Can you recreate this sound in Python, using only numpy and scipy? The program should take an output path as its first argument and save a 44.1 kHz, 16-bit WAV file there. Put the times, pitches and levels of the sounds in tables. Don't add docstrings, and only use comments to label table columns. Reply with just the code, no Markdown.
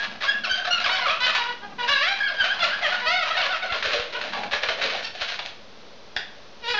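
import sys
import numpy as np
from scipy import signal
from scipy.io import wavfile
from scipy.ndimage import uniform_filter1d

SR = 44100
rng = np.random.default_rng(int(sys.argv[2]) if len(sys.argv) > 2 else 0)


def gain_from_db(level_db):
    decades = np.asarray(level_db, float) / 20
    return 10 ** decades


def generate_wav(signal):
    frames = np.transpose(np.atleast_2d(signal))
    scaled = np.clip(frames, -1, 1) * 32767
    pcm = np.round(scaled).astype(np.int16)
    wavfile.write(sys.argv[1], SR, pcm)


N = 299638

# (frequency [Hz], density [dB per Hz])
RUB_SPECTRUM = [(410, -24.5), (700, -2.5), (1270, -0.5), (1780, 1), (1950, -2.5), (2710, -1), (3350, -4),
                (4010, -3), (6060, -18.5), (6840, -26), (7710, -47), (10000, -91.5), (17000, -120)]


def evened(x):
    return x / np.sqrt(np.mean(x ** 2) + 1e-20)


def read(points, hz):
    f, value = np.transpose(points)
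    return np.interp(np.log(hz + 1), np.log(f + 1), value)


def add(mix, s, sound):
    at = round(s * SR)
    part = mix[max(at, 0):][:len(sound) + min(at, 0)]
    part += sound[max(-at, 0):][:len(part)]


def controls(rows):
    s, *columns = np.transpose(rows)
    t = np.arange(s[0], s[-1], 1 / SR)
    return [np.interp(t, s, c) for c in columns]


def wander(count, hz):
    chance = rng.standard_normal(max(count, 15000))[:count]
    smooth = uniform_filter1d(chance, int(SR / hz))
    return evened(uniform_filter1d(smooth, int(SR / hz / 2)))


def colour(x, points):
    level_db = read(points, abs(np.fft.fftfreq(4096, 1 / SR)))
    gain = np.log(gain_from_db(np.maximum(level_db, -100)))
    taps = np.fft.ifft(np.exp(gain - 1j * signal.hilbert(gain).imag)).real[:2048]
    return signal.oaconvolve(x, taps)[:len(x)]


def resonate(x, hz, width):
    turn = np.exp(2j * np.pi * np.cumsum(hz * np.ones(len(x))) / SR)
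    r = np.exp(-np.pi * width / SR)
    return 2 * (turn * signal.lfilter([1 - r], [1, -r], x / turn)).real


def pressure(strokes, rise_s, fade_db, swell_at):
    lift_s = 0.015
    t = np.arange(N) / SR
    rub, air = np.zeros(N), np.zeros(N)
    for start, length, db, air_db in strokes:
        u = t[:round((length + 6 * lift_s) * SR)]
        release = np.exp(-(np.maximum(u - length, 0) / lift_s) ** 2)
        shape = np.tanh((u / rise_s) ** 0.71) * release
        add(rub, start, shape * gain_from_db(db + fade_db * u / length))
        add(air, start, shape * gain_from_db(db + air_db - 34 * (u / length - swell_at) ** 2))
    return rub, air


def scrape(singing):
    # (start [s], length [s], level [dB], air mode against that level [dB])
    nib_first = [(-.05, 0.09, -18.5, -23), (0.105, 0.054, -35.5, -2.5), (0.204, 0.1, -21, -11),
                 (0.319, 0.059, -19, -10), (0.445, 0.057, -26.5, -2), (0.546, 0.068, -21.5, -9.5),
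                 (0.646, 0.071, -25, -4), (0.729, 0.093, -20.5, -13), (0.842, 0.097, -23.5, -6.5),
                 (0.92, 0.2, -23.5, -14), (1.033, 0.13, -23.5, -15), (1.211, 0.094, -17, -14),
                 (1.258, 0.12, -22.5, -21), (1.349, 0.09, -24, -23), (1.452, 0.062, -26.5, -15)]
    nib_second = [(1.789, 0.071, -23, -12), (1.87, 0.09, -21.5, -17), (2.01, 0.19, -28, -16),
                  (2.185, 0.055, -26, -24.5), (2.259, 0.087, -27, -2.5), (2.382, 0.085, -18, -12.5),
                  (2.479, 0.087, -25.5, -16), (2.586, 0.14, -21, -11), (2.704, 0.085, -26, -18),
                  (2.815, 0.13, -17.5, -19), (2.913, 0.19, -26.5, -13), (3.032, 0.18, -35, -5.5),
                  (3.23, 0.11, -22, -10.5), (3.352, 0.11, -16, -12.5), (3.503, 0.065, -21, -22),
                  (3.626, 0.034, -22.5, -2)]
    hands = [(3.701, 0.098, -23.5, -8.5), (3.837, 0.073, -18.5, -7), (3.914, 0.091, -20.5, -4.5),
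             (4.02, 0.097, -32.5, -4), (4.124, 0.093, -26, -4.5), (4.218, 0.085, -27.5, -4),
             (4.328, 0.088, -27, 0.5), (4.425, 0.044, -31.5, 7.5), (4.512, 0.064, -20.5, -7),
             (4.616, 0.051, -24.5, -2.5), (4.672, 0.069, -22.5, -4), (4.77, 0.046, -27, -2.5),
             (4.809, 0.088, -19.5, -7.5), (4.901, 0.1, -22, -5)]
    regrip = [(5.021, 0.049, -24.5, -17), (5.137, 0.052, -31, -4.5), (5.196, 0.068, -24.5, -10.5),
              (5.274, 0.079, -23, -14), (5.379, 0.042, -29.5, -3.5), (5.449, 0.036, -30, -7)]
    # (rise [s], fade over a stroke [dB], place of the air swell in the stroke [0-1])
    pushes = [(0.0067, -5.5, 0.7), (0.0083, -5.5, 0.65), (0.012, -8.5, 0.46), (.014, -8.5, 0.33)]
    # (slip rate [1/s], unevenness [0-1], size spread [dB], air mode width [Hz], tilt [dB per octave])
    grips = [(649, .22, 8.5, 195, 0.8), (680, .22, 3.5, 240, -0.35), (520, .36, 3, 390, 1.2),
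             (560, .4, 6, 340, 3)]
    # (time [s], frequency [Hz])
    squeeze = [(0, 707), (1.6, 678), (1.8, 652), (3.65, 649), (3.76, 602), (3.98, 588), (4.07, 456),
               (4.2, 560), (4.3, 650), (4.35, 790), (4.44, 713), (4.55, 604), (4.7, 583), (4.85, 560),
               (4.95, 660), (5.16, 680), (5.5, 707)]
    out = np.zeros(N)
    for strokes, push, grip in zip((nib_first, nib_second, hands, regrip), pushes, grips):
        slip_hz, uneven, spread_db, width, tilt_db = grip
        first = max(round(strokes[0][0] * SR), 0)
        rub, swell = (gain[first:first + 2 * SR] for gain in pressure(strokes, *push))
        count = len(rub)
        turns = np.cumsum(slip_hz * np.exp(uneven * wander(count, hz=199.55))) / SR
        size_db = spread_db * np.clip(rng.standard_normal(count), -2, 1.5)
        slips = (np.diff(np.floor(turns), prepend=0) > 0) * gain_from_db(size_db)
        drive = evened(slips - slips.mean()) + .4 * rng.standard_normal(count)
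        tilted = [(hz, db + tilt_db * np.log2(min(hz, 4000) / 2000)) for hz, db in RUB_SPECTRUM]
        skin = evened(colour(drive, tilted))
        air_hz = np.interp((first + np.arange(count)) / SR, *np.transpose(squeeze))
        air = evened(resonate(resonate(drive, air_hz, width), air_hz, width))
        yielding = gain_from_db(-12 * singing[first:first + 2 * SR] + 1.65 * wander(count, hz=60))
        add(out, first / SR, gain_from_db(-3.5) * (yielding * rub * skin + yielding ** 0.71 * swell * air))
    return out


def stroke(start, length, db, from_hz, to_hz, rising, entry_db, fade_db, odd_db, tilt_db):
    rising = np.clip(rising, .02, .98)
    rows = []
    for share, drop_db in ((0, entry_db), (rising, 0), (1, fade_db)):
        arch = 1 + 0.013 * (drop_db == 0)
        hz = (from_hz + share * (to_hz - from_hz)) * arch
        dulled_db = tilt_db + 0.45 * (db + drop_db + 22.5)
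        rows.append((start + share * length, db + drop_db, hz, odd_db * gain_from_db(0.11 * drop_db), dulled_db))
    return rows


def squeak(rows, jitter, flutter_db, lowest_db=0):
    # (frequency [Hz], level [dB])
    skin = [(210, -34), (350, -20), (713, -6.5), (1670, 0.5), (1860, -3.5), (2600, -3), (2810, -2.5),
            (3120, -4.5), (4040, -6.5), (4840, -13), (5370, -18), (7320, -38.5), (7710, -45), (10000, -56),
            (17000, -120)]
    db, hz, odd_db, tilt_db = controls(rows)
    hz = uniform_filter1d(hz, size=450, mode="nearest")
    count = len(hz)
    tremble = wander(count, hz=400) + 0.45 * wander(count, hz=46.0)
    turns = np.cumsum(hz * (1 + jitter * tremble)) / SR
    out = np.zeros(count)
    for k in range(1, 21):
        level_db = read(skin, k * hz) + (k == 1) * lowest_db + k % 2 * odd_db
        level_db = level_db + tilt_db * np.log2(k * hz / 1600)
        flutter = flutter_db * (k * hz / 1600) ** 0.33 * wander(count, hz=140)
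        out += gain_from_db(level_db + flutter) * np.cos(2 * np.pi * k * turns - 0.296 * k ** 2)
    steady = out / np.sqrt(uniform_filter1d(out ** 2, size=1300) + 1e-20)
    stutter_db = 85 * jitter * wander(count, hz=70)
    return gain_from_db(db + stutter_db) * steady * signal.windows.tukey(count, .22)


def short_squeaks(out, singing):
    # (start [s], length [s], level [dB], slip or pair rate from [Hz], to [Hz])
    paired_rows = [(-.04, .085, -19.5, 851, 815), (.298, .09, -30, 1378, 1370),
                   (2.225, .075, -28, 1105, 1095), (0.592, 0.05, -24, 798, 773)]
    even_rows = [(.99, .052, -25.5, 515, 494), (1.378, 0.054, -22, 480, 475),
                 (1.456, 0.066, -26.5, 488, 483), (1.78, 0.097, -24, 489, 467),
                 (3.012, 0.066, -24.5, 483.5, 484)]
    hoarse_rows = [(1.267, 0.065, -20, 646, 606), (1.613, 0.054, -34, 400, 390),
                   (1.679, 0.062, -41, 395, 390), (3.579, .04, -33, 696, 667),
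                   (4.333, .04, -27.5, 582, 560), (4.14, 0.045, -25, 490, 500)]
    finger_rows = [
        (5.031, 0.037, -23.5, 443.5, 417),
    ]
    # (share of length rising [0-1], entry [dB], fade [dB], odd partials [dB], tilt [dB per octave])
    paired_grip = (-0.33, -11.5, -10.5, -24.5, -3.5)
    even_grip = (0.7, -3.5, -7.5, -3.5, -2)
    hoarse_grip = (0.6, -5.5, -5.5, -1, -1.5)
    finger_grip = (0.6, -5.5, -12.5, -6.5, 7)
    # (time [s], level [dB], pair rate [Hz])
    bends = [
        [(.26, -22.5, 768), (.28, -19.5, 817), (.294, -14, 825), (.312, -24, 851), (.336, -31, 830),
         (.366, -29, 826), (.395, -35, 856)],
        [(.488, -26.5, 791), (.502, -18, 775), (.518, -15.5, 750), (.536, -23, 791), (.555, -25, 782),
         (.58, -28, 778)],
        [(.7, -33, 715), (.714, -18, 706.5), (.733, -15, 705), (.75, -22, 693), (.775, -26, 662),
         (.8, -28, 665)],
        [(2.19, -26, 749), (2.212, -21, 839), (2.232, -23.5, 804), (2.25, -23, 849), (2.272, -21, 778),
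         (2.295, -29, 796), (2.32, -31, 807), (2.345, -29, 796)],
        [(2.36, -34.5, 785), (2.385, -24, 805), (2.399, -26, 795), (2.403, -13, 802), (2.41, -12, 803),
         (2.418, -18, 771), (2.436, -30, 770)],
        [(2.485, -23, 756), (2.505, -22.5, 772), (2.517, -18, 822), (2.54, -31.5, 847)],
        [(2.69, -29, 633.6), (2.715, -25.5, 746), (2.735, -20.5, 823), (2.748, -29.5, 830), (2.775, -38, 850)],
    ]
    # (odd partials [dB], tilt at entry [dB per octave], tilt at the end [dB per octave])
    bend_grips = [(-23.5, -0.5, -5.5), (-15, 4, 2), (-20, 2, -2.5), (-28, -2, -8), (-20, -3.5, -2.5),
                  (-19, -4, -4), (-13, -4, -3)]
    paired = [stroke(*row, *paired_grip) for row in paired_rows]
    for bend, (odd_db, *tilts) in zip(bends, bend_grips):
        tilt_line = np.linspace(*tilts, len(bend))
        paired.append([(*point, odd_db, tilt_db) for point, tilt_db in zip(bend, tilt_line)])
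    even = [stroke(*row, *even_grip) for row in even_rows]
    hoarse = [stroke(*row, *hoarse_grip) for row in hoarse_rows]
    hoarse += [stroke(*row, *finger_grip) for row in finger_rows]
    for kind, jitter, flutter_db, db in ((paired, .016, 3, -2.5), (even, .015, 2.5, -2.5), (hoarse, .033, 4, -4)):
        for rows in kind:
            sound = squeak(rows, jitter, flutter_db, lowest_db=-4)
            add(out, rows[0][0], gain_from_db(db) * sound)
            add(singing, rows[0][0], gain_from_db(db) * signal.windows.tukey(len(sound), .15))


def glides(out, singing):
    # (time [s], level [dB], slip rate [Hz])
    long_strokes = [
        [(.895, -26, 727.7), (.925, -20, 763.6), (.96, -22.5, 754), (.985, -36, 750)],
        [(1.2, -23, 489), (1.23, -19.5, 498), (1.265, -20, 507)],
        [(1.87, -9.5, 498), (1.915, -18, 587), (1.973, -21, 532.7), (2.025, -19.5, 596), (2.097, -23, 794),
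         (2.125, -22, 790), (2.165, -29, 745)],
        [(3.05, -18, 591.7), (3.119, -19.5, 702), (3.179, -21, 752.4), (3.207, -27, 680), (3.25, -14.5, 619)],
        [(6.615, -39, 501), (6.638, -36, 472.3), (6.668, -26.5, 448.6), (6.688, -22, 487),
         (6.705, -20.5, 484.8), (6.745, -25.5, 486.4)],
        [(6.735, -15, 444), (6.755, -25, 413), (6.84, -15, 414)],
    ]
    # (odd partials [dB], tilt [dB per octave], lowest partial [dB], tremble [share of rate])
    glide_grips = [(-3, 2.5, 5, .009), (-0.2, 1.5, -2, .012), (3.5, -0.5, -2, .021), (2, -1, 1.5, .014),
                   (-2.5, 2, 11, .016), (-5, -1.5, 3, .018)]
    for glide, (odd_db, tilt_db, lowest_db, jitter) in zip(long_strokes, glide_grips):
        rows = [(s, db, hz, odd_db, tilt_db + 0.17 * (db + 22.0)) for s, db, hz in glide]
        sound = squeak(rows, jitter, 2.4, lowest_db)
        add(out, glide[0][0], gain_from_db(-2.5) * sound)
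        add(singing, glide[0][0], 0.71 * signal.windows.tukey(len(sound), .15))


def chirps(out, singing):
    # (time [s], level [dB], slip rate [Hz])
    swoops = [
        [(1.0, -30.5, 745), (1.03, -22, 734.6), (1.052, -24, 719.5), (1.07, -18, 563), (1.095, -21.5, 560),
         (1.112, -22, 651), (1.135, -23.5, 659), (1.16, -33.5, 656), (1.195, -29, 702)],
        [(2.59, -26.5, 698.4), (2.617, -22, 705.6), (2.633, -14.5, 697), (2.648, -22, 572.5), (2.67, -29, 560)],
        [(2.805, -24, 600.7), (2.825, -27, 743.6), (2.84, -20, 661.4), (2.853, -18, 610.4), (2.875, -21.5, 565),
         (2.895, -28, 656), (2.915, -22.5, 670)],
        [(2.905, -27, 712), (2.925, -24, 746), (2.952, -28, 733), (3.0, -30.5, 730)],
        [(3.295, -24.5, 680), (3.312, -18.5, 666.5), (3.338, -32, 651), (3.355, -21.5, 588.6),
         (3.366, -31, 643), (3.378, -18.5, 737), (3.4, -24.5, 715.5), (3.425, -23, 615), (3.46, -27.5, 520)],
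        [(3.485, -28, 695.5), (3.51, -23.5, 750), (3.53, -23, 680), (3.553, -21, 646.6), (3.57, -26, 600)],
        [(3.62, -30, 733), (3.63, -22.5, 730), (3.645, -28, 713), (3.66, -36, 690)],
        [(3.685, -30, 648.6), (3.705, -24, 688.4), (3.725, -30, 705), (3.75, -24, 633)],
    ]
    # (odd partials [dB], tilt [dB per octave], lowest partial [dB])
    chirp_grips = [(-3, -3.5, 0.5), (1, 1, 2), (8.5, -3, -1.5), (-6, -7.5, -7), (2, -3.5, -2.5),
                   (1.5, -4.5, -7.5), (-0.5, -5, -7), (2.5, -5.5, -5)]
    for chirp, (odd_db, tilt_db, lowest_db) in zip(swoops, chirp_grips):
        sound = squeak([(*point, odd_db, tilt_db) for point in chirp], 0.0167, 4.3, lowest_db)
        add(out, chirp[0][0], gain_from_db(-3.0) * sound)
        add(singing, chirp[0][0], 0.5 * signal.windows.tukey(len(sound), .15))


def all_squeaks():
    out, singing = np.zeros(N), np.zeros(N)
    short_squeaks(out, singing)
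    glides(out, singing)
    chirps(out, singing)
    return out, singing


def room(x):
    # (frequency [Hz], t60 [s])
    decay = [(300, .35), (800, .47), (2100, .47), (5500, .38)]
    near = np.zeros(1400)
    near[rng.integers(60, 1400, 8)] = rng.choice([-1., 1.], 8) * rng.uniform(0.084, 0.2, 8)
    out = signal.oaconvolve(x, near)[:N]
    turn = np.arange(N) / SR * 1.697
    for k in range(3):
        taps = np.zeros(SR)
        at = np.arange(300, SR - 20, 20) + rng.integers(0, 20, (SR - 301) // 20)
        taps[at] = rng.choice([-1., 1.], len(at))
        hz, t, z = signal.stft(taps, SR, nperseg=256)
        dying = gain_from_db(-60 * t / read(decay, hz)[:, None])
        tail = signal.istft(z * dying, SR, nperseg=256)[1]
        share = np.sqrt(2 / 3) * np.cos(np.pi * (turn + k / 3))
        out += gain_from_db(-3.5) * signal.fftconvolve(x * share, tail / np.linalg.norm(tail))[:N]
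    return out


def hiss():
    # (frequency [Hz], density [dB per Hz])
    hiss_spectrum = [(12, -40), (20, -10), (27, -18), (147, -19), (184, -16), (310, -17), (342, -15.5),
                     (510, -12), (564, -9), (671, -16.5), (741, -15.5), (2110, -22.5), (4030, -21),
                     (6010, -28), (7710, -51.5), (10000, -102.5), (17000, -120)]
    return gain_from_db(-47.5) * evened(colour(rng.standard_normal(N), hiss_spectrum))


def drone():
    # (frequency [Hz], width [Hz], level [dB])
    hum = [(200.3, 14, 0), (226.2, 23, 2), (255, 180, -1.5), (146, 28, -8)]
    # (centre [s], level [dB])
    swells = [(.12, -49), (.38, -51.5), (.8, -54.5), (1.199, -63), (1.74, -48), (2.65, -53.5), (3.04, -53),
              (3.68, -61.5), (3.95, -66), (4.25, -62), (4.4, -41.5), (4.95, -51)]
    fuzz = sum(gain_from_db(db) * evened(resonate(rng.standard_normal(N), hz, width)) for hz, width, db in hum)
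    t = np.arange(N) / SR
    level = gain_from_db(-53 - 0.89 * t)
    level += sum(gain_from_db(db) * np.exp(-((t - s) / .12) ** 2) for s, db in swells)
    return gain_from_db(-4.0) * level * evened(fuzz)


def reversals():
    # (time [s], level [dB], pair rate from [Hz], to [Hz], length [s])
    turn_backs = [(.206, -26.5, 1014, 520, 0.07), (0.433, -27.5, 844, 520, 0.051),
                  (0.638, -28, 803, 557.5, 0.042), (0.838, -23, 850, 502.6, 0.066),
                  (0.944, -30, 623, 488, 0.06), (2.269, -31, 787, 520, 0.057),
                  (2.415, -30, 783, 599.5, 0.056), (3.245, -36, 680, 554, 0.047),
                  (3.732, -29, 640, 456, 0.045)]
    out = np.zeros(N)
    for s, db, high_hz, low_hz, length in turn_backs:
        rows = [(0, db, high_hz, -20, -.7),
                (0.44 * length, db, 1.15 * low_hz, -10, .7),
                (length, db - 0.5, low_hz, -.6, -1.5)]
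        add(out, s, squeak(rows, jitter=0.0455, flutter_db=3.0))
    return out


def jolts():
    # (time [s], peak [dB])
    steps = [(0.275, -44), (0.2855, -44), (0.5204, -38.5), (0.7386, -42), (0.8646, -37), (0.9584, -44),
             (1.0955, -41), (1.2316, -41), (1.9007, -36.5), (2.4056, -37), (2.414, -40), (2.6335, -42),
             (2.6486, -44), (3.0797, -42), (3.4031, -45), (3.7225, -31.5), (3.869, -36), (3.9975, -33),
             (4.5416, -35), (4.636, -40), (4.6865, -44), (4.7074, -43), (5.22, -38), (6.167, -35.5),
             (6.706, -39)]
    out = np.zeros(N)
    u = np.arange(1200) / SR / .002
    for s, db in steps:
        add(out, s, gain_from_db(db) * u * np.exp(1 - u))
    return out


def snaps():
    # (time [s], peak [dB], ring [Hz])
    grabs = [(3.721, -17, 1880), (3.8254, -16.5, 2800), (3.9967, -20, 2920), (4.2126, -20.5, 4270),
             (4.3266, -28, 1600), (4.3326, -20, 1160), (4.4332, -20.5, 1150), (4.532, -15, 2300),
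             (4.633, -13, 2770), (4.6863, -13, 2640), (4.814, -17.5, 1820), (4.838, -20, 3840),
             (5.218, -19, 2900), (5.3902, -19, 3980)]
    out, t = np.zeros(N), np.arange(4000) / SR
    for s, db, hz in grabs:
        burst = rng.standard_normal(len(t)) * gain_from_db(-60 * t / 0.053) * np.tanh(t / 0.001)
        crack = colour(burst, RUB_SPECTRUM)
        add(out, s, gain_from_db(db + 5.5) * (crack + 0.38 * resonate(crack, hz, 1000)))
    return out


def ticks():
    # (time [s], peak [dB], ring [Hz])
    hard_slips = [(3.825, -19, 2750), (3.9084, -15, 1600), (3.9983, -12, 2900), (4.2397, -16.5, 1670),
                  (4.3242, -20, 1620), (4.432, -27, 1160), (4.5122, -15.5, 3000), (4.517, -23, 1920),
                  (4.5312, -15, 2280), (4.5381, -10.5, 2500), (4.9362, -11, 3620), (4.953, -21, 2600),
                  (5.2001, -28, 1130), (5.225, -25, 1850), (5.3869, -30, 1980)]
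    out, click = np.zeros(N), np.eye(1, 600)[0]
    for s, db, hz in hard_slips:
        ring = colour(resonate(click, hz, width=2200), RUB_SPECTRUM)
        add(out, s, gain_from_db(db) * ring / abs(ring).max())
    return out


def nail_flick():
    # (time [s], peak [dB], t60 [s], frequency [Hz], width [Hz])
    flick = (5.4607, -16, .008, 3000, 1700)
    s, db, t60, hz, width = flick
    out, t = np.zeros(N), np.arange(4000) / SR
    burst = rng.standard_normal(len(t)) * 1000 ** (-t / t60)
    ring = resonate(resonate(burst, hz, width), hz, width)
    add(out, s, gain_from_db(db) * ring / abs(ring).max())
    return out


def barrel_taps():
    # (time [s], peak [dB], t60 [s])
    hits = [
        (6.1637, -8.5, 0.011),
        (6.1695, -16, 0.05),
    ]
    # (frequency [Hz], width [Hz], level [dB])
    barrel = [(750, 500, -11), (1750, 500, 0.5), (2700, 700, -4.5), (3450, 600, 0.5), (4430, 650, -6),
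              (5300, 600, -19)]
    out, t = np.zeros(N), np.arange(4000) / SR
    for s, db, t60 in hits:
        crack = rng.standard_normal(len(t)) * gain_from_db(-60 * t / t60) * np.tanh(t / 0.00035)
        ring = np.zeros(len(t))
        for hz, width, mode_db in barrel:
            ring += gain_from_db(mode_db) * resonate(resonate(crack, hz, width), hz, width)
        ring = colour(ring, [(5200, -2), (7500, -12)])
        add(out, s, gain_from_db(db) * ring / abs(ring).max())
    return out


def scene():
    squeaks, singing = all_squeaks()
    balloon = squeaks + scrape(singing) + reversals()
    balloon += snaps() + ticks() + nail_flick() + barrel_taps()
    background = hiss() + drone() + jolts()
    return (gain_from_db(-0.5) * (balloon + room(balloon)) + background)[None]


def top_cut(x):
    return signal.sosfilt(signal.butter(12, 15700, fs=SR, output="sos"), x)


def record(dry):
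    squeezed = 0.44 * np.tanh(dry / .45)
    sloped = signal.sosfilt(signal.butter(4, 7000, fs=SR, output="sos"), squeezed)
    steep = signal.firwin(201, 7600, window=("kaiser", 10), fs=SR)
    limited = signal.oaconvolve(sloped, steep[None], "same")
    grit = gain_from_db(-51.0) * limited ** 2 + gain_from_db(-87.5) * rng.standard_normal(dry.shape)
    mix = limited + grit - .0057
    return top_cut(mix)


dry = scene()
out = record(dry)
generate_wav(out)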